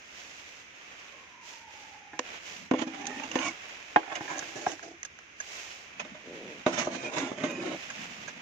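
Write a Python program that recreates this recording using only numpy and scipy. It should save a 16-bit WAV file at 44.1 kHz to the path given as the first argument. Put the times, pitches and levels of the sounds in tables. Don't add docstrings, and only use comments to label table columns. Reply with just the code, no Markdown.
import sys
import numpy as np
from scipy import signal
from scipy.fft import rfft, irfft
from scipy.io import wavfile

SR = 44100
rng = np.random.default_rng(int(sys.argv[2]) if len(sys.argv) > 2 else 0)


def master(y):
    cut = np.clip(np.atleast_2d(y).T, -1, 1)
    pcm = np.round(cut * 32767)
    wavfile.write(sys.argv[1], SR, pcm.astype(np.int16))


N = 370881
TIME = np.arange(N) / SR
RING_TIME = TIME[:SR // 3]


# pitch_hz, level_db, t60_s
CABINET = [(263.4, 3, 0.23), (285, 7, 0.087), (316, -6, 0.44), (508, -2.5, 0.2), (593, -10, 0.22),
           (860, 1.5, 0.035), (1032, 3.5, 0.04), (1453, -5, 0.062), (1815, -0.5, 0.094), (2230, -2, 0.052),
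           (2770, -5, 0.071), (3650, -8, 0.026), (6450, 8.5, 0.029)]
# start_s, level_db, hardness_db_per_octave, ring_length_factor, extra_thud_db
CABINET_KNOCKS = [(2.191, -30, -2.16, 0.4, -1.5), (2.711, -25.5, -7, 0.91, 4.5),
                  (2.735, -27.5, -9.5, 1.1, -3), (2.817, -37.5, -3.5, 0.93, 12), (2.868, -52, -15, 1.2, 0),
                  (3.196, -47.5, -5.5, 1.5, 8.5), (3.354, -27, -4, 1.07, 6)]
# level_db of thud, knock, clack and tick
CABINET_VOICE = [-12.5, -1, 1.5, -1]


def cabinet_knocks():
    def response(ring):
        return body(CABINET, ring, dense_db=-3.0, dense_t60=0.051, room_db=-22.5)
    return blows(CABINET_KNOCKS, response, CABINET_VOICE, pan_db=-7.0, attack_s=0.0013)


# pitch_hz, level_db, t60_s
LOOSE_DRAWER = [(148, -13.5, 0.046), (312.6, -13.5, 0.15), (569, -8.5, 0.037), (740, 1.5, 0.06),
                (829, 3.5, 0.073), (1021, -2.5, 0.04), (1450, 4, 0.014), (1628, -0.5, 0.076),
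                (1794, 3, 0.03), (2160, -8.5, 0.06), (2500, -12, 0.049), (3710, -10.5, 0.032),
                (6440, -21, .02)]
# start_s, level_db, hardness_db_per_octave, ring_length_factor, extra_thud_db
DRAWER_KNOCKS = [(2.131, -43.5, -1.5, 2.9, 9), (3.9598, -14.5, -4, 0.87, -2.5), (4.1165, -35.5, -3, 0.8, 0),
                 (4.207, -35.5, -5.5, 0.83, 5), (4.279, -42.5, 2.5, 1.1, 8), (4.424, -42.5, 1.5, 0.74, 14),
                 (4.6635, -23.5, -7, 0.6, -15), (4.668, -24.5, -12, 0.41, -13.5), (4.793, -53, 5, 0.4, 4)]
# level_db of thud, knock, clack and tick
DRAWER_VOICE = [-18, -1, -1.5, -23]


def loose_drawer_knocks():
    def response(ring):
        return body(LOOSE_DRAWER, ring, dense_db=-11.5, dense_t60=0.03, room_db=-16.5)
    return blows(DRAWER_KNOCKS, response, DRAWER_VOICE, pan_db=-4.5, attack_s=0.00087)


# pitch_hz, level_db, t60_s
UPPER_DRAWER = [(194, -6.5, 0.24), (265.4, 10.5, 0.067), (333.8, 5.5, 0.12), (503, -2, 0.046),
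                (612.4, 12.5, 0.049), (1200, 6.5, 0.016), (1500, 3.5, 0.041), (2122, 5, 0.042),
                (2700, -2, 0.023), (3687, 10, 0.014), (6560, -5, 0.11)]
# start_s, level_db, hardness_db_per_octave, ring_length_factor, extra_thud_db
UPPER_KNOCKS = [(6.048, -45, -2.5, 1.8, 1.5), (6.146, -46, -3.5, 3.8, -13), (6.6628, -18.5, -5.5, 1.7, -6),
                (6.870, -25.5, -15, 1.1, -25.5), (7.135, -43, -0.5, 0.8, -4), (7.182, -35.5, 0.5, 0.63, 8),
                (7.315, -34, -14, 0.57, -16), (7.436, -27, -4, 2.1, 0.5)]
# level_db of thud, knock, clack and tick
UPPER_VOICE = [-10, -2, -2.5, -6]


def upper_drawer_knocks():
    def response(ring):
        return body(UPPER_DRAWER, ring, dense_db=-7.0, dense_t60=0.067, room_db=-10.5)
    return blows(UPPER_KNOCKS, response, UPPER_VOICE, pan_db=-8.0, attack_s=0.00054)


# start_s, level_db
LOWER_PULL = [(2.72, -50), (2.77, -42), (2.82, -38), (2.86, -54), (2.92, -45.5), (3.03, -45), (3.10, -46.5),
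              (3.16, -43.5), (3.22, -57), (3.26, -43), (3.30, -57), (3.35, -42)]
# first_db, last_db
LOWER_SHIFT = [(-1.5, 0), (0.5, -2), (-10.5, -8)]


def lower_pull():
    boom = [mode for mode in CABINET if mode[0] < KNOCK_EDGES_HZ[1]]
    return slide(LOWER_PULL, LOWER_SHIFT, boom + LOOSE_DRAWER, pan_db=-14.0, dense_db=-1.5,
                 catches_hz=800, uneven_db=3, judder_db=4.5)


# start_s, level_db
EDGE_SCRAPE = [(3.36, -38), (3.39, -34.5), (3.42, -34), (3.485, -36), (3.52, -55)]
# first_db, last_db
EDGE_SHIFT = [(-13, -7.5), (-2, -1.5), (-10.5, -5.5)]


def edge_scrape():
    return slide(EDGE_SCRAPE, EDGE_SHIFT, CABINET, pan_db=-10.0, dense_db=-2,
                 catches_hz=1135, uneven_db=-2.5, judder_db=2.5, count=4)


# start_s, level_db
SHELF_PUSH = [(4.03, -52), (4.085, -48.5), (4.11, -46.5), (4.135, -47.5), (4.19, -49), (4.272, -53),
              (4.29, -41.5), (4.40, -44.5), (4.47, -58.5), (4.55, -49.5), (4.58, -42.5), (4.655, -49),
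              (4.685, -36), (4.728, -40), (4.79, -76), (4.84, -48.5), (4.95, -67)]
# first_db, last_db
SHELF_SHIFT = [(-1.5, -1), (6.5, -9), (-11.5, -5)]


def shelf_push():
    return slide(SHELF_PUSH, SHELF_SHIFT, LOOSE_DRAWER, pan_db=-7.5, dense_db=-2.0,
                 catches_hz=1260, uneven_db=4.5, judder_db=4.0)


# start_s, level_db
UPPER_PULL = [(6.668, -41), (6.72, -41.5), (6.82, -36), (6.895, -53.5), (6.95, -37), (7.0, -46.5),
              (7.06, -38.5), (7.11, -45.5), (7.17, -33.5), (7.25, -39.5), (7.30, -45), (7.35, -50.5),
              (7.40, -43.5), (7.43, -40), (7.455, -40.5), (7.49, -43), (7.745, -44.5), (7.78, -60)]
# first_db, last_db
UPPER_SHIFT = [(-2, 3.5), (-0.5, 2), (-6, -9)]


def upper_pull():
    return slide(UPPER_PULL, UPPER_SHIFT, UPPER_DRAWER, pan_db=-8.0, dense_db=-1.0,
                 catches_hz=1305, uneven_db=2.5, judder_db=2.5)


# start_s, length_s, first_hz, last_hz, level_db
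SONGS = [(2.86, 0.42, 767, 872, -45.5), (2.99, 0.23, 1775, 1855, -45.5), (3.36, 0.13, 985, 1130, -38.5),
         (3.41, 0.091, 2360, 2200, -36.5), (4.28, 0.13, 1693, 1670, -43.5), (6.97, 0.14, 2450, 2430, -43),
         (7.36, 0.26, 2470, 2490, -44.5)]


def singing():
    return whistle(SONGS, width_hz=76, rise=0.77, fall=0.13, bend=0.85)


# start_s, length_s, pitch_hz, level_db
GROANS = [(3.368, 0.16, 290, -43), (4.319, 0.088, 304.6, -48.5), (4.54, 0.046, 325, -50),
          (4.83, 0.152, 326, -58), (7.14, 0.142, 310, -38), (7.53, 0.26, 335, -41)]


def groans():
    steady = [(s, length, hz, hz, db) for s, length, hz, db in GROANS]
    return whistle(steady, width_hz=48, rise=0.44, fall=0.28, pan_db=-1)


# start_s, level_db, hardness_db_per_octave, ring_length_factor, pitch_hz
TICKS = [(3.055, -43, -1, 0.54, 2480), (3.068, -53, 6, 0.66, 1750), (3.196, -38, -4, 1, 2520),
         (3.233, -36, -3, 1.6, 2790), (3.314, -36, -1, 1, 2780), (3.388, -31, -4, 0.84, 2900),
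         (4.152, -35, -0.5, 1.4, 2970), (4.382, -57, 5, 0.68, 1680), (4.391, -55, 6.5, 0.61, 1680),
         (4.717, -49, 2, 0.5, 2880), (4.827, -49, 0, 1.3, 1630), (5.030, -52.5, 4, 0.7, 1940),
         (5.049, -49, 3, 1.04, 1670), (5.188, -48.5, -1.5, 0.64, 1610), (5.401, -41, 0.5, 1.33, 1670),
         (5.995, -32, -2.5, 1.6, 2514), (6.783, -37.5, 2, 1.7, 2450), (7.900, -39, -1.5, 1.4, 1620),
         (8.277, -37, -1.5, 1.7, 1640)]
# level_db of knock, clack and tick
EDGE_VOICE = [-10, 0, -4.5]
# level_db, t60_s
EDGE_RING = (22.2, 0.019)
# pitch_hz, level_db, t60_s
EDGE_CLICK = (6400, 20, 0.02)


def ticks():
    def flick(ring, hz):
        modes = [(hz, *EDGE_RING), EDGE_CLICK]
        sound = body(modes, ring, dense_db=0, dense_t60=0.039, room_db=-33.0, room_t60=0.39)
        return sound * (1 - np.exp(-RING_TIME / (0.0026 * ring ** 3)))

    out = 0
    for *row, hz in TICKS:
        out = out + blows([row], lambda ring: flick(ring, hz), EDGE_VOICE, pan_db=-6.5, attack_s=0.0001)
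    return out


CREAK_START_S, CREAK_LENGTH_S, CREAK_DB = 6.225, 0.41, -48
CREAK_FIRST_HZ, CREAK_FULL_HZ, CREAK_BUILD_S = 36.1, 142, 0.11


def creak(jitter=0.14, low_hz=270, high_hz=570, scuff=0.38):
    slack = np.exp(-np.maximum(TIME - CREAK_START_S, 0) / CREAK_BUILD_S)
    rate = CREAK_FULL_HZ + (CREAK_FIRST_HZ - CREAK_FULL_HZ) * slack
    cycles = np.cumsum(rate * np.exp(jitter * walk(180, N))) / SR
    slips = np.diff(np.floor(cycles), prepend=0) * undb(1.5 * walk(140, N))
    rub = rng.standard_normal(N) * np.exp(-2 * (cycles % 1))
    taps = band(slips / slips.std() + scuff * rub / rub.std(), low_hz, high_hz, order=3)
    gain = undb(CREAK_DB) * envelope(CREAK_START_S, CREAK_LENGTH_S, rise=0.19, fall=0.59)
    return unit(np.array([taps, taps])) * gain


# start_s, length_s, level_db
HAND = [(2.5, 0.2, -53.5), (5.88, 0.93, -56.5), (6.43, 1.62, -59), (7.7, 1.6, -54)]


def hand(low_hz=135, high_hz=260, uneven_db=5):
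    drags = sum(undb(db) * envelope(s, length, rise=0.26, fall=0.31) for s, length, db in HAND)
    rumble = band(noise(ROOM, N), low_hz, high_hz)
    return unit(rumble * undb(uneven_db * walk(25, N))) * drags


# start_s, length_s, level_db, treble_db
SLEEVE = [(-0.06, 0.85, -51.5, 5.5), (0.595, 0.9, -53, 0.5), (1.399, 0.27, -51.5, 8),
          (1.64, 0.4, -52.5, 3.5), (2.211, 0.25, -44, -1), (2.372, 0.34, -47, 5), (2.73, 1.7, -47, 0),
          (4.072, 0.89, -46, 4), (5.357, 0.55, -46.5, 7), (5.635, 0.88, -52.5, -4), (6.095, 1.04, -51, -2),
          (7.555, 0.92, -45, 1.5), (8.15, 0.8, -48.5, -6)]
# pitch_hz, level_db_per_hz
CLOTH = [(150, -11), (330, -4), (700, 0.5), (1300, -4.5), (2000, 1), (2600, 3), (3300, -3), (4300, -10.5),
         (5500, -8.5), (6700, -8.5), (7500, -16.5), (8500, -32.5), (15000, -34)]
SLEEVE_TREBLE_HZ = 3860
FLUTTER_DB = 1.3


def sleeve(rest_db=-61, grain_db=1.4, pan_db=-4, rise=0.45, fall=0.76):
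    body_power = treble_power = undb(rest_db) ** 2
    for s, length, db, treble_db in SLEEVE:
        swish = undb(db) * envelope(s, length, rise, fall)
        body_power = body_power + swish ** 2
        treble_power = treble_power + (swish * undb(treble_db)) ** 2
    cloth = unit(place(noise(CLOTH, N), pan_db))
    highpass = signal.butter(3, SLEEVE_TREBLE_HZ, "highpass", fs=SR, output="sos")
    treble = signal.sosfiltfilt(highpass, cloth)
    weave = undb(FLUTTER_DB * walk(25, N) + grain_db * walk(540, N))
    return ((cloth - treble) * np.sqrt(body_power) + treble * np.sqrt(treble_power)) * weave


# start_s, length_s, first_hz, last_hz, level_db
WHISTLE = [(0.62, 1.58, 1356, 800, -56.5)]


def falling_whistle():
    return whistle(WHISTLE, width_hz=74, rise=0.83, fall=0.016, bend=1.65)


# start_s, length_s, first_hz, last_hz, level_db
HOOT = [(1.115, 0.081, 567, 532, -52.5)]


def hoot():
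    return whistle(HOOT, width_hz=67, rise=0.65, fall=0.57)


# pitch_hz, level_db_per_hz
ROOM = [(25, -23), (80, 3.5), (120, -2), (300, 1), (800, -10.5), (1300, -2.5), (2400, 4), (4500, -19),
        (6600, -6), (7500, -63), (8300, -69), (15000, -103)]


def room(level_db=-57.0, pan_db=-2):
    return unit(place(noise(ROOM, N), pan_db)) * undb(level_db + 0.33 * walk(2.1, N))


# pitch_hz, level_db_per_hz
WOOD = [(50, -42), (110, -43), (170, -57), (290, 2.5), (440, -7.5), (600, -3), (1100, -11), (1420, -16),
        (2500, -12.5), (4200, -21.5), (6700, -12), (7400, -23.5), (8400, -36), (15000, -61)]


def body(modes, ring, dense_db, dense_t60, room_db, room_t60=0.19, port_turn=0.96, wander=0.008):
    chance = rng.standard_normal((len(modes), 3))
    panels = 0
    for (hz, db, t60), (detune, left, right) in zip(modes, chance):
        turn = port_turn * min(hz / 1500, 2) * np.array([[left], [right]])
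        wave = np.sin(2 * np.pi * hz * (1 + wander * detune) * RING_TIME + turn)
        sign = 1 if hz < KNOCK_EDGES_HZ[1] else np.sign(detune)
        panels = panels + sign * undb(db) * wave * fade(t60 * ring)
    crowd = noise(WOOD, len(RING_TIME)) * fade(dense_t60 * ring)
    tail = noise(WOOD, len(RING_TIME)) * fade(room_t60) * (1 - fade(0.014))
    return unit(panels) + undb(dense_db) * unit(crowd) + undb(room_db) * unit(tail)


KNOCK_EDGES_HZ = [90, 450, 1150, 3500, 18000]
KNOCK_PIVOT_HZ = 720


def blows(table, response, voice, pan_db, attack_s):
    out = np.zeros((2, N + len(RING_TIME)))
    edges = KNOCK_EDGES_HZ[-len(voice) - 1:]
    for s, level_db, hardness, ring, *thud_db in table:
        registers_db = [voice[0] + sum(thud_db), *voice[1:]]
        sound = place(response(max(ring, .1)), pan_db) * (1 - np.exp(-RING_TIME / attack_s))
        start = int(s * SR)
        for db, low, high in zip(registers_db, edges, edges[1:]):
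            part = band(sound, low, high, order=3)
            first = np.sqrt(np.mean(part.mean(0)[:SR // 80] ** 2))
            octaves = np.log2(np.sqrt(low * high) / KNOCK_PIVOT_HZ)
            gain = undb(level_db + db + hardness * octaves)
            out[:, start:start + len(RING_TIME)] += part / first * gain
    return out[:, :N]


SLIDE_EDGES_HZ = [120, 700, 3500, 9500]
RUB_GROWTH = [0.8, 1, 0.96]
ORDINARY_RUB_DB = -35.5
GRIP_WANDER = 0.04


def slide(table, shift, modes, pan_db, dense_db, catches_hz, uneven_db, judder_db, count=9):
    s, rub_db = np.transpose(table)
    start = int(s[0] * SR)
    time = TIME[start:int(s[-1] * SR)]
    size = len(time)
    catches = (rng.random(size) < catches_hz / SR) * rng.choice([-1, 1], size)
    catches = catches * undb(uneven_db * rng.standard_normal(size))
    catches = catches * undb(judder_db * walk(71.5, size))
    travel, sound = np.linspace(0, count - 1, size), 0
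    for spot in range(count):
        nearness = np.sqrt(np.maximum(1 - np.abs(travel - spot), 0))
        response = body(modes, 0.97, dense_db, dense_t60=0.08, room_db=-6.0, wander=GRIP_WANDER)
        response = place(response, pan_db)
        sound = sound + signal.fftconvolve((catches * nearness)[None], response, axes=1)[:, :size]
    out = np.zeros((2, N))
    for k, (growth, ends_db) in enumerate(zip(RUB_GROWTH, shift)):
        balance_db = np.interp(s, s[[0, -1]], ends_db)
        db = ORDINARY_RUB_DB + growth * (rub_db - ORDINARY_RUB_DB) + balance_db
        part = unit(band(sound, *SLIDE_EDGES_HZ[k:k + 2]))
        out[:, start:start + size] += part * swell(s, db, time)
    return out


def whistle(table, width_hz, rise, fall, bend=1, pan_db=-5, uneven_db=2):
    out = 0
    for s, length, first_hz, last_hz, db in table:
        left = np.clip(1 - (TIME - s) / length, 0, 1)
        phase = 2 * np.pi * np.cumsum(last_hz + (first_hz - last_hz) * left ** bend) / SR
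        tone = walk(2 * width_hz, N) * np.sin(phase) + walk(2 * width_hz, N) * np.cos(phase)
        panned = tone * undb(np.array([[pan_db], [-pan_db]]) / 2)
        out = out + unit(panned) * undb(db) * envelope(s, length, rise, fall)
    return out * undb(uneven_db * walk(14, N))


# pitch_hz, side_minus_mid_db
SPREAD = [(40, -10), (250, -10), (600, -2), (1500, 2), (4000, -0.5)]


def noise(points, size):
    mid, side = rng.standard_normal((2, size))
    side = colour(side, SPREAD)
    return unit(colour(np.array([mid + side, mid - side]), points))


# pitch_hz, share_of_left_right_difference
SHADE = [(250, -0.019), (700, 0.21), (1500, 1.2), (6000, 1.42), (8500, 0.66), (12000, -1.3)]


def place(x, pan_db):
    return colour(x, SHADE, np.array([[pan_db], [-pan_db]]) / 2)


def colour(x, points, scale=1):
    size = x.shape[-1]
    return irfft(rfft(x) * undb(scale * at_hz(points, size)), size)


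def at_hz(points, size):
    hz, value = np.transpose(points)
    return np.interp(np.log(np.fft.rfftfreq(size, 1 / SR) + 1), np.log(hz), value)


def band(x, low_hz, high_hz, order=3):
    sections = signal.butter(order, [low_hz, high_hz], "bandpass", fs=SR, output="sos")
    return signal.sosfilt(sections, x)


def envelope(start, length, rise, fall):
    done = (TIME - start) / length
    ramp = np.clip(np.minimum(done / max(rise, .01), (1 - done) / max(fall, .01)), 0, 1)
    return np.sin(np.pi / 2 * ramp)


def swell(s, db, time):
    return undb(np.interp(time, s, db)) * ((time >= s[0]) & (time <= s[-1]))


def fade(t60):
    return np.exp(-np.log(1000) * RING_TIME / max(t60, .002))


def walk(rate, size):
    knots = rng.standard_normal(size // 8)
    return np.interp(np.arange(size) / SR * rate, np.arange(len(knots)), knots)


def unit(x):
    return x / np.sqrt(np.mean(x.mean(0) ** 2))


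def undb(db):
    return 10 ** (np.asarray(db) / 20)


def scene():
    struck = cabinet_knocks() + upper_drawer_knocks() + loose_drawer_knocks()
    scraped = lower_pull() + edge_scrape() + shelf_push() + upper_pull() + singing() + groans()
    fingers = ticks() + creak() + hand()
    background = sleeve() + falling_whistle() + hoot() + room()
    return struck + scraped + fingers + background


TOP_HZ = 15500


def record(dry):
    return signal.sosfilt(signal.ellip(8, .2, 70, TOP_HZ, fs=SR, output="sos"), dry)


dry = scene()
out = record(dry)
master(out)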